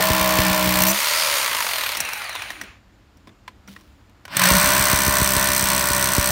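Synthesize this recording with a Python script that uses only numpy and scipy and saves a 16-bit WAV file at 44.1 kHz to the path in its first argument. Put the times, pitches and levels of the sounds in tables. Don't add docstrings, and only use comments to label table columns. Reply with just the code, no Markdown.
import sys
import numpy as np
from scipy import signal
from scipy.fft import rfft, irfft, next_fast_len
from scipy.io import wavfile
from scipy.ndimage import uniform_filter1d, map_coordinates

SR = 44100
rng = np.random.default_rng(int(sys.argv[2]) if len(sys.argv) > 2 else 0)


def boost(x):
    u = np.asarray(x, float) / 20
    return 10 ** u


def persist_wave(psi):
    counts = np.round(np.clip(psi, -1, 1) * 32767).astype(np.int16)
    wavfile.write(sys.argv[1], SR, np.atleast_2d(counts).T)


N = 278271
TIME = np.arange(N) / SR
TOP_HZ = 15900
LIFTED_S, COASTING_S, SECOND_S, RESTART_S = .93, 1.96, 3.5, 4.35
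LOADED = (TIME < LIFTED_S) | (TIME > RESTART_S)


def noise(count=N):
    return rng.standard_normal(count)


def unit(x):
    return x / np.sqrt(np.mean(x ** 2) + 1e-20)


def wobble(rate):
    coarse = map_coordinates(noise(int(N * rate / SR) + 4), [TIME[::32] * rate])
    return np.interp(TIME, TIME[::32], coarse)


def filtered(x, response):
    size = next_fast_len(len(x) + 8192)
    return irfft(rfft(x, size) * response(np.fft.rfftfreq(size, 1 / SR)), size)[:len(x)]


def colour(points):
    points_hz, db = np.transpose(points)
    return lambda hz: boost(np.interp(np.log(hz + 1), np.log(points_hz), db))


def modes(peaks, between_db=-120):
    def response(f):
        total = boost(between_db) / (1 + (3800 / (f + 1)) ** 8)
        for centre, width, db in peaks:
            total = total + boost(db) * 1j * f * width / (centre ** 2 - f ** 2 + 1j * f * width)
        return total
    return response


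def delayed(x, seconds):
    return np.roll(x, shift=round(seconds * SR))


def attack_decay(t, t60, rise):
    return boost(-60 * t / t60) * (1 - np.exp(-t / rise))


def bursts(spikes, t60, rise):
    return signal.fftconvolve(spikes, attack_decay(TIME[:SR // 20], t60, rise))[:N] * noise()


def peak(at_s, rise_db_per_s, fall_db_per_s, hold_s=0):
    rise = rise_db_per_s * (TIME - at_s)
    fall = fall_db_per_s * (at_s + hold_s - TIME)
    return np.minimum(0, np.minimum(rise, fall))


# time_s, speed_turns_per_s
CRANK_SPEED = [(0, 63.87), (.398, 62.87), (.783, 61.61), (.896, 63.9), (1.168, 81.51), (1.223, 81.42),
               (1.467, 60.11), (1.751, 40.9), (2.165, 24.03), (2.482, 12.08), (2.85, 0), (4.255, 0),
               (4.37, 34.64), (4.462, 60.67), (4.601, 65.76), (4.903, 67), (6.02, 64.33), (6.31, 65.1)]


def crank(size):
    start_turn = -.446
    speed = np.interp(TIME, *np.transpose(CRANK_SPEED))
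    return uniform_filter1d(start_turn + np.cumsum(speed) / SR, size=size, mode="nearest")


def blows(turns):
    at = np.flatnonzero(np.diff(np.floor(turns)) > 0)
    at = at[(at < COASTING_S * SR) | (at > RESTART_S * SR)]
    jitter = (.00006 * SR * noise(len(at))).astype(int)
    force = boost(1.1 * noise(len(at)))
    return np.bincount(np.clip(at + jitter, 0, N - 1), force, N)


# whirr_db, hiss_db, housing_blow_db, steel_blow_db
WORKING_LEVELS = [
    (-22, -27.5, -16, -18),
    (-23.5, -24.5, -20, -21.5),
    (-23.5, -28, -22, -15),
]
# extra_db, fade_s
LOUD_RESTART = [
    (9.5, 0.33),
    (10.5, 0.26),
    (15, 0.066),
    (4.16, 1),
]
# extra_db, build_up_s
RIM_BOUNCE = [
    (4.7, 0.034),
    (3, .04),
    (2.2, .2),
    (10, 0.093),
]


def effort(turns):
    stall_speed, working_speed = 9.2, 64
    run_down_db, spin_up_db = (13, 21.5, 3.5, 10), (30.4, 51, 18, .1)
    bite_s, lift_full_s, lift_free_s = 4.44, 0.85, 0.84
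    speed = np.abs(np.gradient(turns)) * SR
    decades = np.log10(speed ** 2 / (speed + stall_speed) / (working_speed - stall_speed) + 1e-4)
    second = TIME >= SECOND_S
    level_db = np.transpose(WORKING_LEVELS)[:, (TIME >= LIFTED_S) * 1 + second]
    law_db = np.transpose([run_down_db, spin_up_db])[:, second * 1] * decades
    bite_db = [second * db * np.exp(-np.maximum(TIME - bite_s, 0) / fade_s) for db, fade_s in LOUD_RESTART]
    lift_db = [db * np.clip(1 + (TIME - lift_full_s) / build_s, 0, 1) * (TIME < lift_free_s)
               for db, build_s in RIM_BOUNCE]
    return level_db + law_db + bite_db + lift_db


def gear_whirr(turns, whirr_db):
    whirr_db = whirr_db - 40 * np.clip(TIME - 2.68, 0, None) * (TIME < SECOND_S)
    contact = np.diff(np.floor(3.4 * turns), prepend=0) > 0
    teeth = ~LOADED * (TIME > 1.7) * contact * boost(2.5 * rng.standard_exponential(N))
    ticks = boost(whirr_db + 5) * bursts(teeth, t60=0.0066, rise=0.00036)
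    return boost(whirr_db - 2.0 + 0.87 * wobble(12)) * noise() + ticks


def housing_thud(spikes, thud_db):
    slack = spikes + boost(-6.5 + 2 * wobble(40)) * ~LOADED * delayed(spikes, 0.004)
    thud = bursts(spikes * LOADED, t60=0.035, rise=0.00074)
    thud = thud + 1.16 * bursts(slack * ~LOADED, t60=0.029, rise=0.0004)
    bare_knock = boost(thud_db + 15) * ~LOADED * np.roll(spikes, shift=40)
    return boost(thud_db) * thud + bare_knock


def fan_hiss(hiss_db):
    hiss_db = hiss_db - 51 * np.clip(TIME - 2.6, 0, None) * (TIME < SECOND_S)
    return boost(hiss_db - 2.5 + 1.2 * wobble(10)) * noise()


def crushed_grit(spikes, strike_db):
    crush = bursts(spikes, t60=0.039, rise=0.0009)
    return boost(strike_db) * 0.93 * filtered(crush, lambda f: 1 / (1 + (f / 10560) ** 4))


def bit_ping(spikes, strike_db):
    ping = bursts(spikes, t60=0.0093, rise=0.0005) + 7.6 * LOADED * np.roll(spikes, shift=44)
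    chatter = boost(-20.0) * (np.abs(TIME - .893) < .027) * noise()
    return boost(strike_db) * ping + chatter


# delay_s, level_db over the blow
SECOND_HIT = [
    (0.0026, 4),
    (0.0025, 0.5),
]
# centre_hz, width_hz, level_db
TOP_MODES = [(9500, 1500, -9), (12500, 1500, 0), (15300, 1000, 1)]


def rebounds(spikes, strike_db):
    again = np.zeros(N)
    for (delay_s, db), on in zip(SECOND_HIT, [TIME < LIFTED_S, TIME > RESTART_S]):
        again += boost(db) * on * delayed(spikes, delay_s)
    return filtered(boost(strike_db + 2.5) * bursts(again, t60=0.021, rise=0.00041), modes(TOP_MODES))


# start_s, end_s
WORK_STAGES = [
    (0, .93),
    (.93, 1.98),
    (1.98, 3.5),
    (3.5, 6.4),
]
# frequency_hz, level_db (per Hz)
HOUSING_COLOUR = [
    [(59, -39.5), (100, -24), (189, -5.5), (220, -43), (313, -19), (460, -34.5), (622, -8), (699, -18.5),
     (978, -9), (1280, -13), (1790, -12), (2010, -10.5), (5500, -19), (7150, -54), (12100, -120)],
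    [(30, -82), (59, -59.5), (100, -36), (124, -40), (152, -22.5), (423, -12.5), (601, -1), (723, -9),
     (946, 3), (1700, -0.5), (2010, 2.5), (3560, -2), (4570, -3.5), (5500, -14.5), (7150, -22),
     (12100, -120)],
    [(59, -43), (100, -21), (150, -38), (308, -20), (409, -16), (622, -6.5), (1240, -2.5), (1370, -3.5),
     (2420, 1), (3270, -7.5), (5500, -17.5), (7150, -17), (12100, -120)],
    [(59, -39.5), (100, -5), (189, 0.5), (227, -30), (264, -6), (492, -22.5), (582, -3), (748, -11.5),
     (1030, 0.5), (1260, -5.5), (1490, -1.5), (2260, -5), (5500, -13), (7150, -61), (12100, -120)],
]
# centre_hz, width_hz, level_db
STEEL_MODES = [
    [(6120, 560, -4), (7140, 290, -3.5), (8350, 380, -2), (9540, 370, -6.5), (12030, 320, -5.5),
     (12850, 400, 0), (15400, 120, 3.5)],
    [(4950, 2300, 0.5), (6600, 1200, -2.5), (9030, 1100, 2), (12140, 1740, -3), (14400, 1700, -13)],
    [(4080, 290, 13.5), (6140, 760, -3), (9230, 450, 5), (9360, 240, 6), (14500, 700, -7)],
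    [(4230, 670, -10.5), (6000, 290, 0), (8290, 500, 1.5), (13070, 250, -2), (15100, 300, -5.5)],
]
# centre_hz, width_hz, level_db
SLAB_MODES = [(1795, 18, 2), (2370, 60, -8), (4300, 60, -7)]


def clatter(turns):
    whirr_db, hiss_db, thud_db, strike_db = effort(turns)
    spikes = blows(turns)
    dull = gear_whirr(turns, whirr_db) + housing_thud(spikes, thud_db)
    steel_sources = fan_hiss(hiss_db), crushed_grit(spikes, strike_db), bit_ping(spikes, strike_db)
    no_bass = lambda f: 1 / (1 + (900 / (f + 1)) ** 4)
    hiss, grit, ping = [filtered(x, no_bass) for x in steel_sources]
    hz, out = np.linspace(1, TOP_HZ, 2000), np.zeros(N)
    for (start, end), body, bit in zip(WORK_STAGES, HOUSING_COLOUR, STEEL_MODES):
        on = uniform_filter1d(((TIME >= start) & (TIME < end)) * 1., size=600, mode="nearest")
        part = slice(max(int((start - .1) * SR), 0), int((end + .1) * SR))
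        paths = [(dull, colour(body)), (hiss, modes(bit, between_db=-4.5)), (grit, modes(bit, between_db=3.0))]
        for x, response in paths:
            gain = np.sqrt(np.mean(np.abs(response(hz)) ** 2))
            out[part] += filtered((on * x)[part], response) / gain
        for mode in bit:
            share = boost(9 + 2 * wobble(60)[part])
            out[part] += filtered((on * ping)[part] * share, modes([mode]))
    slab_ring = boost(7.0) * filtered(LOADED * dull, modes(SLAB_MODES))
    return out + rebounds(spikes, strike_db) + slab_ring


# multiple_of_blow_rate, level_db
FIRST_HARMONICS = [(1, -10), (2, -14), (3, 2), (4, -20), (5, -5.5), (6, -20), (7, -20.5), (8, -13.5),
                   (9, -11.5), (10, 1), (11, -27.5), (12, -12.5), (13, -11.5), (14, -10), (15, -11.5),
                   (16, -3), (17, -6.5), (18, -7), (19, -21), (20, -35), (21, -24), (22, -12.5), (23, -11),
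                   (24, -38.5), (25, -21), (26, -28.5), (27, -15), (28, -15), (29, -30.5), (30, -30.5)]
# multiple_of_blow_rate, level_db
SECOND_HARMONICS = [(1, -4.5), (2, -11), (3, -4), (4, -10.5), (5, -15), (6, -14), (7, -16.5), (8, -14),
                    (9, 1.5), (10, -6), (11, -14), (12, -12.5), (13, -15), (14, -5.5), (15, 0.5),
                    (16, -0.5), (17, -1), (18, -4), (19, -32), (20, -37), (21, -5), (22, -4), (23, -2.5),
                    (24, -18), (25, -39), (26, -40), (27, -12), (28, -15), (29, -7), (30, -3.5)]
# seated_s, lifted_s, low_multiples_db, high_multiples_db, high_sag_db_per_s
DRONE_HOLES = [
    (-1, 0.91, -27, -26, 4.5),
    (4.5, 7, -35, -29.5, 3.5),
]
# frequency_hz, level_db, phase_wander_rad
CASING_TONES = [(1795, -34, .6), (2370, -40, 1.2), (4290, -41, 1.5)]


def drone(turns):
    sway = .008 * wobble(25)
    building = np.clip((4.62 - TIME) / .1, 0, 1) * (TIME > 4)
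    out = np.zeros(N)
    periods, harmonics = [TIME < 1, TIME > 4], [FIRST_HARMONICS, SECOND_HARMONICS]
    for on, orders, hole, low_trim_db, high_trim_db in zip(periods, harmonics, DRONE_HOLES, [1.5, 5], [2.5, .5]):
        seated_s, lifted_s, low_db, high_db, sag_db = hole
        contact_db = peak(seated_s, 293.5, 293.5, lifted_s - seated_s)
        since = TIME - max(seated_s, 0)
        deepen_db = 5 * np.minimum(TIME - .45, 0.3)
        low = boost(low_db + low_trim_db + contact_db + deepen_db + 1.2 * wobble(14)) * (1 - building)
        high = boost(high_db + high_trim_db + contact_db - sag_db * np.minimum(since, 1) + 1.3 * wobble(14))
        for hz, db, wander in CASING_TONES:
            level = boost(db + contact_db - sag_db * since + 1.4 * wobble(8)) * on
            out += level * np.sin(2 * np.pi * hz * TIME + wander * wobble(25))
        for k, db in orders:
            level = (low if k < 7 else high)[on] * boost(db + 1.17 * wobble(12)[on])
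            out[on] += level * np.sin(2 * np.pi * (k * turns[on] + rng.random()) + k * sway[on])
    return out


# frequency_hz, level_db (per Hz)
YARD_COLOUR = [(15, -37.5), (25, -13.5), (48, -4.5), (102, -7.5), (166, -23.5), (195, -13.5), (242, -20.5),
               (301, -16.5), (394, -27), (1190, -28.5), (5000, -41), (7110, -49.5), (10400, -54.5),
               (14800, -52), (16000, -66.5)]


def yard():
    swell_db = .8 * wobble(4)
    air = boost(-49.5 + swell_db) * unit(filtered(noise(), colour(YARD_COLOUR)))
    insect = boost(-77.5 + wobble(30)) * unit(filtered(noise(), modes([(7060, 450, 0)])))
    return air + insect


# start_s, peak_db
FLUTE_CATCHES = [(0.104, -11.5), (0.208, -19.5), (0.388, -11), (0.504, -19.5), (0.66, -23.5), (0.674, -21),
                 (0.753, -29), (0.807, -19.5), (4.512, -12.5), (4.528, -18.5), (4.545, -21), (4.637, -25),
                 (4.667, -24), (4.798, -20.5), (4.932, -14), (5.067, -20), (5.081, -14.5), (5.201, -21),
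                 (5.217, -13.5), (5.366, -14.5), (5.493, -27), (5.628, -20.5), (5.907, -21), (6.037, -27),
                 (6.1816, -9), (6.296, -25)]


def thumps():
    out, t = np.zeros(N + SR), TIME[:SR // 10]
    chirp = np.sin(3.64 * np.log(1 + t / 0.00075) + 15 * t)
    wave = chirp * np.exp(-t / 0.015) * (1 - np.exp(-t / 0.00066))
    rock = np.sin(2 * np.pi * 62 * t) * np.exp(-t / 0.022) * (1 - np.exp(-t / 0.0054))
    wave = wave + 0.35 * rock
    for s, db in FLUTE_CATCHES:
        out[round(s * SR):][:len(t)] += boost(db + 3.0) * wave
    return out[:N]


# multiple_of_crank_rate, centre_s, span_s, level_db
WHINE_LINES = [(1, 1.25, .2, -57), (2, 1.2, .15, -53), (7, 1.22, .13, -36), (13, 1.04, .05, -34),
               (16.6, 1.2, .08, -31), (18.2, 1.95, .12, -44), (36.2, 2.15, .1, -40), (63, 2.2, .08, -39),
               (220, 2.32, .09, -41), (7.9, 1.29, .12, -32), (7.6, 1.12, .06, -35), (19, 1.06, .06, -32),
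               (19, 1.55, .14, -31), (16, 1.72, .08, -36), (31, 1.3, .2, -34), (34.5, 1.52, .1, -33),
               (57, 1.17, .15, -33), (63, 1.17, .15, -33), (66, 1.88, .1, -36), (95, 2.07, .05, -33),
               (103, 2.15, .05, -35), (92, 2.23, .05, -36), (102, 2.31, .05, -40), (335, 2.48, .06, -47),
               (60, 1.18, .13, -33), (55, 1.12, .1, -34), (104, 1.78, .1, -33), (118, 1.86, .08, -36),
               (38, 1.5, .12, -33), (36.2, 2.6, .08, -50), (66, 1.24, .08, -34), (226, 1.62, .08, -37),
               (226, 1.8, .08, -37), (345, 1.81, .11, -34), (226, 2.33, .15, -43), (540, 2.15, .1, -47)]


def whines(turns):
    free = slice(int(.8 * SR), 3 * SR)
    out, t, turns = np.zeros(N), TIME[free], turns[free]
    for k, s, span, db in WHINE_LINES:
        depth = min(k / 65, .9) if k < 70 else .4
        throb = 1 + depth * np.cos(2 * np.pi * (turns - .15))
        blur = (.4 + .0075 * k) * wobble(150 + k)[free]
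        level = boost(db + 2 * wobble(30)[free]) * np.exp(-((t - s) / span) ** 2)
        out[free] += throb * level * np.sin(2 * np.pi * k * turns + blur)
    return out


# start_s, peak_db, bright_db, low_db, ring_hz
HARD_TAPS = [(1.814, -9, -40, -62, 6170), (1.862, -22.5, -32, -58, 2400), (1.89, -21, -35, -64, 2300),
             (1.956, -11, -40, -60, 5700), (1.97, -18.5, -19.5, -33, 1930), (2.003, -17, -14, -31, 2670),
             (2.503, -19.5, -32.5, -41, 1870), (2.613, -20.5, -31, -40, 1900), (2.635, -36, -42, -35, 1830),
             (3.171, -42, -57, -51, 5800), (3.276, -37, -65, -60, 5100), (3.272, -37, -60, -36, 1030),
             (3.281, -43, -65, -60, 3480), (3.292, -38, -65, -60, 3520), (3.478, -24, -58.5, -43, 1015),
             (3.676, -23, -54, -60, 5800), (3.682, -36.5, -60, -38, 1400), (3.763, -32, -59, -60, 1890),
             (3.787, -50, -58, -62, 1070), (3.809, -49, -54, -58, 1070), (4.095, -50, -60, -56, 990),
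             (4.252, -26.5, -42, -54, 1510), (4.279, -30.5, -50, -48, 996)]
# start_s, peak_db, bright_db, ring_hz
STRIKER_DROPS = [(2.05, -24, -27, 2570), (2.088, -21, -27, 2460), (2.132, -19, -23.5, 2300),
                 (2.175, -30, -29, 2120), (2.218, -21, -36, 2390), (2.242, -31, -32, 1990),
                 (2.293, -23, -30, 1910), (2.329, -17, -40, 6000), (2.515, -40, -40, 1900),
                 (2.352, -20.5, -30, 1010), (2.393, -26, -43, 1870), (2.42, -20.5, -31.5, 2420)]
# centre_hz, width_hz, level_db
CHUCK_MODES = [(5750, 350, 5), (8200, 410, -2.5), (12200, 700, -13)]


def knocks():
    dull, bright, low = np.zeros((3, N + SR))
    t = TIME[:SR // 8]
    shape = (boost(-60 * t / 0.027) + 0.067 * boost(-60 * t / 0.2)) * (1 - np.exp(-t / 0.00067))
    drops = [(s, db, bright_db, -68, hz) for s, db, bright_db, hz in STRIKER_DROPS]
    for s, db, bright_db, low_db, hz in drops + list(HARD_TAPS):
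        at = slice(round(s * SR), round(s * SR) + len(t))
        ring = attack_decay(t, .008 + 32 / hz, .0008) * np.sin(2 * np.pi * hz * t)
        puff = min(1, 2500 / hz) ** 2 * shape * noise(len(t))
        dull[at] += boost(db + 3.0) * (0.69 * (hz / 1500) ** .5 * ring + 1.44 * puff)
        bright[at] += boost(bright_db + 5.5) * shape * noise(len(t))
        low[at] += boost(low_db + 10 - 60 * t / 0.24) * noise(len(t))
    broad = lambda centre_hz, width_hz: lambda f: modes([(centre_hz, width_hz, 0)])(f) ** 2
    crack = filtered(bright[:N], modes(CHUCK_MODES, between_db=-4.5))
    return filtered(dull[:N], broad(1350, 2770)) + filtered(low[:N], broad(210, 290)) + crack


def tip_scrape():
    land_s, stop_s = 3.68, 3.74
    grit_db = -51.5 + peak(land_s, 2000, 60, stop_s - land_s) - 6 * (TIME > stop_s)
    tip_modes = modes([(3000, 2600, .1), (9300, 690, -12), (14000, 2000, -11)])
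    grit = filtered(boost(2.4 * wobble(540)) * noise(), tip_modes)
    hum = np.sin(2 * np.pi * 200 * TIME + .5 * wobble(40))
    return boost(grit_db) * unit(grit) + boost(-39.5 + peak(3.692, 900, 160)) * hum


def restart_boom():
    boom_db = -18 + peak(4.57, 48, 330) + peak(RESTART_S + 0.038, 293.5, 0)
    return boost(boom_db) * np.sin(2 * np.pi * 184 * TIME + 0.91 * wobble(30))


def scene():
    turns = crank(size=880)
    drilling = clatter(turns) + drone(turns)
    background = yard()
    contacts = thumps() + whines(crank(size=4410)) + knocks() + tip_scrape()
    return (drilling + background + contacts + restart_boom())[None]


def low_pass(x):
    return signal.sosfilt(signal.butter(12, 17160, fs=SR, output="sos"), x)


def record(dry):
    soft = dry[0] / (1 + np.abs(dry[0] / .8) ** 4) ** (1 / 4)
    bass_cut = lambda hz: (1j * hz / 45 / (1 + 1j * hz / 45)) ** 2
    band = lambda hz: np.clip((TOP_HZ - hz) / 150, 0, 1) * bass_cut(hz)
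    return low_pass(filtered(soft, band)[None])


dry = scene()
out = record(dry)
persist_wave(out)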